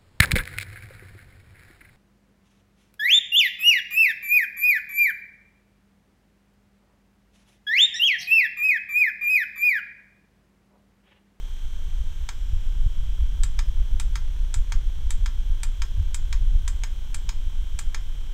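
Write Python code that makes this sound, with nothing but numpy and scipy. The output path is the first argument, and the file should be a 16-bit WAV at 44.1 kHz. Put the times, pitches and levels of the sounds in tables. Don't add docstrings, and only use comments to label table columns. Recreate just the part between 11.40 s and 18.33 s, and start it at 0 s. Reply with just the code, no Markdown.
import sys
import numpy as np
from scipy import signal
from scipy.fft import rfft, irfft
from scipy.io import wavfile
from scipy.ndimage import uniform_filter1d, map_coordinates

SR = 44100
rng = np.random.default_rng(int(sys.argv[2]) if len(sys.argv) > 2 else 0)


def wrap_up_sound(samples):
    columns = np.atleast_2d(samples).T
    tamed = np.clip(columns, -1, 1)
    steps = np.round(tamed * 32767).astype(np.int16)
    wavfile.write(sys.argv[1], SR, steps)


N = 305833
TIME = np.arange(N) / SR

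# time_s, turns_per_s
SHAFT_SPEED = [(0, 35.766), (0.8, 35.697), (1, 35.045), (1.2, 34.891), (1.48, 34.956), (1.72, 35.263),
               (2, 35.455), (2.45, 35.384), (3.15, 35.512), (3.6, 35.41), (4.25, 35.409), (5.5, 35.2),
               (5.75, 35.289), (6.05, 35.177), (6.25, 35.257), (6.7, 35.101), (6.93, 35.119)]
# multiple_of_shaft_speed, level_db
STRONG_TONES = [(4, -73), (6, -67), (8, -72), (10, -75), (12, -75), (44, -73), (82, -71), (85, -70),
                (87, -72), (88, -78), (89, -60.5), (90, -71), (91, -72), (92, -72), (93, -66), (96, -67),
                (97, -71), (98, -72), (106, -71), (114, -74), (120, -77), (156, -76), (158, -75),
                (162, -75), (168, -77), (187, -81), (209, -83), (227, -81), (341, -84), (347, -85),
                (359, -85), (377, -84), (382, -85)]
# pitch_hz, level_db
BRUSH_TONES = [(300, -81), (700, -92), (1300, -90), (1560, -80), (1900, -88), (2650, -83), (3200, -73),
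               (3700, -79), (4550, -91), (5000, -86), (5300, -89), (5650, -83), (6600, -86), (8300, -88),
               (10200, -96), (12200, -94), (14500, -93), (15800, -101)]
# time_s, centre_hz, lift_db, high_rasp_lift_db
RASP = [(0, 6000, 6, 4), (.85, 6250, 4, 4.5), (1.05, 5600, 6, 8), (1.5, 6150, 1, 4), (1.9, 5830, 6, 1),
        (6.93, 6100, 1.5, 3.5)]
# time_s, hum_db, main_whine_db, upper_whine_db
GRIP_SHIFTS = [(0, -6, -1.5, 0), (.85, -9, -2, -8), (1.05, -5, -4.5, 4.5), (1.55, -6, -2, 5.5),
               (2.1, 0, -2.5, -1), (6.93, 1, -1.5, -0.5)]
# pitch_hz, level_db
SPARK_COLOUR = [(3000, -30), (7500, -1), (10500, -4.5), (13500, 1), (16000, -1)]
# pitch_hz, level_db
RUSH_COLOUR = [(100, -10), (250, -12), (400, -14.5), (570, -15.5), (670, -19.5), (900, -15), (1250, -18),
               (1520, -16.8), (1800, -20.5), (2400, -18), (2900, -21), (3300, -19.5), (4000, -28),
               (4800, -30.5), (5900, -30), (8200, -34), (10200, -39), (14000, -39), (16000, -43)]
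# time_s, level_db
DRAUGHT_STRENGTH = [(0, -27.5), (0.65, -20), (0.9, -26.5), (1.15, -22), (2.1, -19.5), (3.3, -21.5),
                    (3.8, -20), (4.45, -22.9), (5.1, -18), (5.55, -24.5), (6.1, -21), (6.93, -24)]
# pitch_hz, level_db
SWIRL_COLOUR = [(5, -14), (14, 6), (24, 3.5), (36, -1), (50, -8.5), (70, -16), (100, -31), (150, -37.5),
                (220, -55), (400, -78), (1000, -110)]
# time_s, level_db, half_length_s
PUFFS = [(1.135, -26, 0.056), (1.23, -28, 0.024), (1.368, -18.5, 0.01), (1.467, -17, 0.0056),
         (1.622, -24.5, 0.023), (1.827, -32, 0.038), (2.031, -26, 0.019), (2.386, -34, 0.017),
         (2.596, -26, 0.026), (3.185, -23.5, 0.02), (3.36, -24, 0.022), (3.781, -30, 0.025),
         (4.104, -19, 0.012), (4.603, -18.5, 0.024), (5.038, -24.5, 0.017), (5.157, -16.5, 0.0082)]
# pitch_hz, level_db
PUFF_COLOUR = [(20, 2.5), (55, 7.5), (85, 3), (130, -27), (200, -28.5), (500, -78), (2000, -140)]
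# start_s, level_db
PRESSES = [(2.0348, -34), (2.5985, -34), (3.1414, -34.5), (3.7061, -34.5), (4.2331, -34.5), (4.7447, -33.5),
           (5.278, -34.5), (5.7444, -35), (6.3898, -34)]
# start_s, level_db
RELEASES = [(.889, -33), (2.1907, -32.5), (2.756, -33.5), (3.3215, -33.5), (3.8599, -34.5), (4.4199, -33.5),
            (4.9271, -33.5), (5.4359, -33), (5.8913, -34), (6.5457, -33)]
# pitch_hz, press_db, release_db
HOUSING_TONES = [(942, -8.0, -4.0), (1157, -10.0, -5.0), (1345, -8.0, -4.0), (1614, -6.0, -2.0),
                 (1798, -8.0, -4.0), (2077, -7.0, -5.0), (2271, -5.0, -3.0), (2427, -5.0, -5.0),
                 (3176, -5.0, -2.0), (3402, -6.0, -3.0), (3746, -7.0, -7.0), (3989, -8.0, -12.0),
                 (4285, -11.0, -11.0), (4435, -12.0, -12.0), (4871, -7.0, -6.0), (5076, -8.0, -4.0),
                 (5307, -9.0, -4.0), (5953, -4.0, -7.0), (6422, -6.0, -3.0), (6664, -9.0, -5.0),
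                 (6847, -5.0, -11.0), (7105, -1.0, -7.0), (7450, 0.0, -12.0), (7789, -1.0, -11.0),
                 (8064, -3.0, -13.0), (8397, -4.0, -12.0), (8807, -8.0, -13.0), (9350, -8.0, -15.0)]
# pitch_hz, press_db, release_db
SNAP_COLOUR = [(200, -25, -54), (553, -7, -9), (1000, 2.5, 12), (2300, 4.5, 5.5), (5300, -4, 6.5),
               (8000, 7.5, 3), (9000, 0.5, -9), (11000, -6.5, -10), (13800, -9.5, -6), (16000, -19, -16)]
# pitch_hz, fade_s
ROOM_FADE = [(300, .16), (2000, .15), (7000, .125), (10000, .1), (15000, .09)]


def motor(high_rasp_hz=7350, high_width_hz=450, rasp_width_hz=330, size=4096, count=450):
    turns, multiples = shaft_turns(), np.arange(count)
    shape = (int(turns[-1]) + 2, count)
    hz = multiples * turns[-1] / TIME[-1]
    turn_s = np.interp(np.arange(shape[0]), turns, TIME)
    rasp_s, *columns = np.transpose(RASP)
    rasp_hz, rasp_db, high_db = (np.interp(turn_s, rasp_s, c)[:, None] for c in columns)
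    groups = np.clip(unit_level(uniform_filter1d(rng.standard_normal(count), 3)), -2, 2)
    level_db = look_up(BRUSH_TONES, hz) + np.interp(hz, [3500, 8000], [1.5, 3.5]) * (groups - .3)
    level_db = level_db + rasp_db * bell(hz, rasp_hz, rasp_width_hz)
    level_db += high_db * bell(hz, high_rasp_hz, high_width_hz)
    wobble = np.full(count, .3)
    for multiple, db in STRONG_TONES:
        level_db[:, multiple], wobble[multiple] = db, .2
    grip_s, *shifts_db = np.transpose(GRIP_SHIFTS)
    for multiple, shift_db in zip((6, 89, 93), shifts_db):
        level_db[:, multiple] += np.interp(turn_s, grip_s, shift_db)
    smoothing = signal.windows.hann(71)[:, None]
    drift = unit_level(signal.fftconvolve(complex_noise(shape), smoothing, "same", axes=0))
    steady = np.exp(2j * np.pi * rng.random(count))
    scrape = steady + wobble * (drift + .17 * complex_noise(shape))
    angle = 2 * np.pi * np.arange(size) / size
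    contact = unit_level(np.exp(.12 * np.cos(angle) + .45 * np.cos(12 * angle)))
    phase = np.angle(rfft(irfft(scrape, size) * contact)[:, :count])
    tones = abs(scrape) * np.exp(1j * phase) * gain_of(level_db) * (multiples > 1)
    turn_waves = irfft(tones, size) * size / np.sqrt(2)
    return map_coordinates(turn_waves, [turns, turns % 1 * size], order=1, mode="grid-wrap")


def shaft_turns(extra_turns_per_s=.15, spin_up_s=.06):
    held = np.zeros(N)
    for start, _ in PRESSES:
        end = min(s for s, _ in RELEASES if s > start)
        held[round(start * SR):round(end * SR)] = 1
    lag = np.exp(-1 / (spin_up_s * SR))
    boost = extra_turns_per_s * signal.lfilter([1 - lag], [1, -lag], held)
    return np.cumsum(np.interp(TIME, *np.transpose(SHAFT_SPEED)) + boost) / SR


def sparks(per_turn=6, fade_turns=0.036, spread_db=7, level_db=-71.5, size=1250):
    turns = shaft_turns()
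    gaps = per_turn * turns
    gap_db = spread_db * rng.standard_normal(per_turn)
    fade = np.exp(-(gaps % 1) / (per_turn * fade_turns))
    ticks = gain_of(gap_db[gaps.astype(int) % per_turn]) * fade
    repeating = map_coordinates(rng.standard_normal(size), [turns % 1 * size], order=3, mode="grid-wrap")
    crackle = repeating + .7 * rng.standard_normal(N)
    return gain_of(level_db) * unit_level(coloured(ticks * crackle, SPARK_COLOUR))


def blades(swell_db=2.5, level_db=-55.5):
    swell = gain_of(swell_db * np.cos(2 * np.pi * shaft_turns()))
    return gain_of(level_db) * unit_level(coloured(rng.standard_normal(N) * swell, RUSH_COLOUR))


def draught(split_hz=75, slow_db=-1.0, fast_db=-23, surge_db=4.5, surge_s=0.04, size=2600):
    strength_db = np.interp(TIME, *np.transpose(DRAUGHT_STRENGTH))
    surges = sum(bell(TIME, s, surge_s) for s, _, _ in PUFFS)
    slow_gust_db = slow_db + surge_db * surges + 2.5 * flutter()
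    fast_gust_db = fast_db + 2.0 * flutter()
    air = coloured(rng.standard_normal(N), SWIRL_COLOUR)
    slow = signal.sosfiltfilt(signal.butter(4, split_hz, fs=SR, output="sos"), air)
    out = np.zeros(N)
    for swirls, gust_db in ((slow, slow_gust_db), (air - slow, fast_gust_db)):
        power = uniform_filter1d(uniform_filter1d(swirls ** 2, size), size)
        out += swirls / np.sqrt(power) * gain_of(strength_db + gust_db)
    return out


def puffs(size=8192):
    t, out = (np.arange(size) - size / 2) / SR, np.zeros(N)
    for s, db, half_length_s in PUFFS:
        swell = bell(t, 0, half_length_s)
        thud = unit_level(coloured(rng.standard_normal(size), PUFF_COLOUR) * swell)
        add(out, s + t[0], gain_of(db) * thud * np.sqrt(np.mean(swell ** 2)))
    return out


def button(strokes, column, ring_db, snap_db, ring_s=0.032, crack_s=0.0053, rattle_s=.06, size=6000):
    t, tones = np.arange(size) / SR, np.array(HOUSING_TONES)
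    fade = fade_out(t, rattle_s) + 0.3 * fade_out(t, crack_s)
    dome, out = rng.standard_normal(size), np.zeros(N)
    for s, stroke_db in strokes:
        hz = tones[:, :1] * (1 + .004 * rng.standard_normal((len(tones), 1)))
        waves = np.sin(2 * np.pi * (hz * t + rng.random(hz.shape)))
        ring = unit_level(gain_of(tones[:, column]) @ waves) * fade_out(t, ring_s)
        rattle = rfft(fade * (dome + .5 * rng.standard_normal(size)), 2 * size)
        toneless = irfft(rattle / abs(rattle))
        snap = unit_level(coloured(toneless, SNAP_COLOUR, column)[:size])
        add(out, s, gain_of(stroke_db) * (gain_of(ring_db) * ring + gain_of(snap_db) * snap))
    return out


def room(x, delay_s=0.00088, size=12000):
    hz, t, bands = signal.stft(rng.standard_normal(size), SR, nperseg=256)
    bands = bands * fade_out(t, look_up(ROOM_FADE, hz)[:, None])
    spectrum = rfft(signal.istft(bands, SR, nperseg=256)[1], 2 * size)
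    echo = irfft(spectrum / abs(spectrum))[:size] * (np.arange(size) > delay_s * SR)
    return signal.fftconvolve(x, echo / np.linalg.norm(echo))[:N]


def gain_of(db):
    return 10 ** (np.asarray(db) / 20)


def fade_out(t, fade_s):
    return gain_of(-60 * t / fade_s)


def unit_level(x):
    return x / np.sqrt(np.mean(abs(x) ** 2) + 1e-20)


def bell(x, centre, width):
    return np.exp(-((x - centre) / width) ** 2)


def look_up(points, hz, column=1):
    table = np.transpose(points)
    return np.interp(np.log(hz + 1), np.log(table[0] + 1), table[column])


def coloured(x, points, column=1):
    hz = np.fft.rfftfreq(len(x), 1 / SR)
    return irfft(rfft(x) * gain_of(look_up(points, hz, column)), len(x))


def complex_noise(shape):
    return unit_level(rng.standard_normal(shape) + 1j * rng.standard_normal(shape))


def flutter(rate_hz=8):
    hz = np.fft.rfftfreq(N, 1 / SR)
    return unit_level(irfft(rfft(rng.standard_normal(N)) * bell(hz, rate_hz, rate_hz / 2), N))


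def add(mix, start_s, sound):
    part = mix[round(start_s * SR):][:len(sound)]
    part += sound[:len(part)]


def scene():
    clicks = button(PRESSES, column=1, ring_db=7.5, snap_db=-16.5)
    clicks += button(RELEASES, column=2, ring_db=6, snap_db=-19.5)
    fan = motor() + sparks() + blades() + draught() + puffs()
    return (fan + clicks + gain_of(-7.5) * room(clicks))[None]


def record(dry):
    treble_cut = signal.firwin(511, 15750, window=("kaiser", 9), fs=SR)
    return signal.oaconvolve(dry, treble_cut[None], "same")


dry = scene()
out = record(dry)
wrap_up_sound(out)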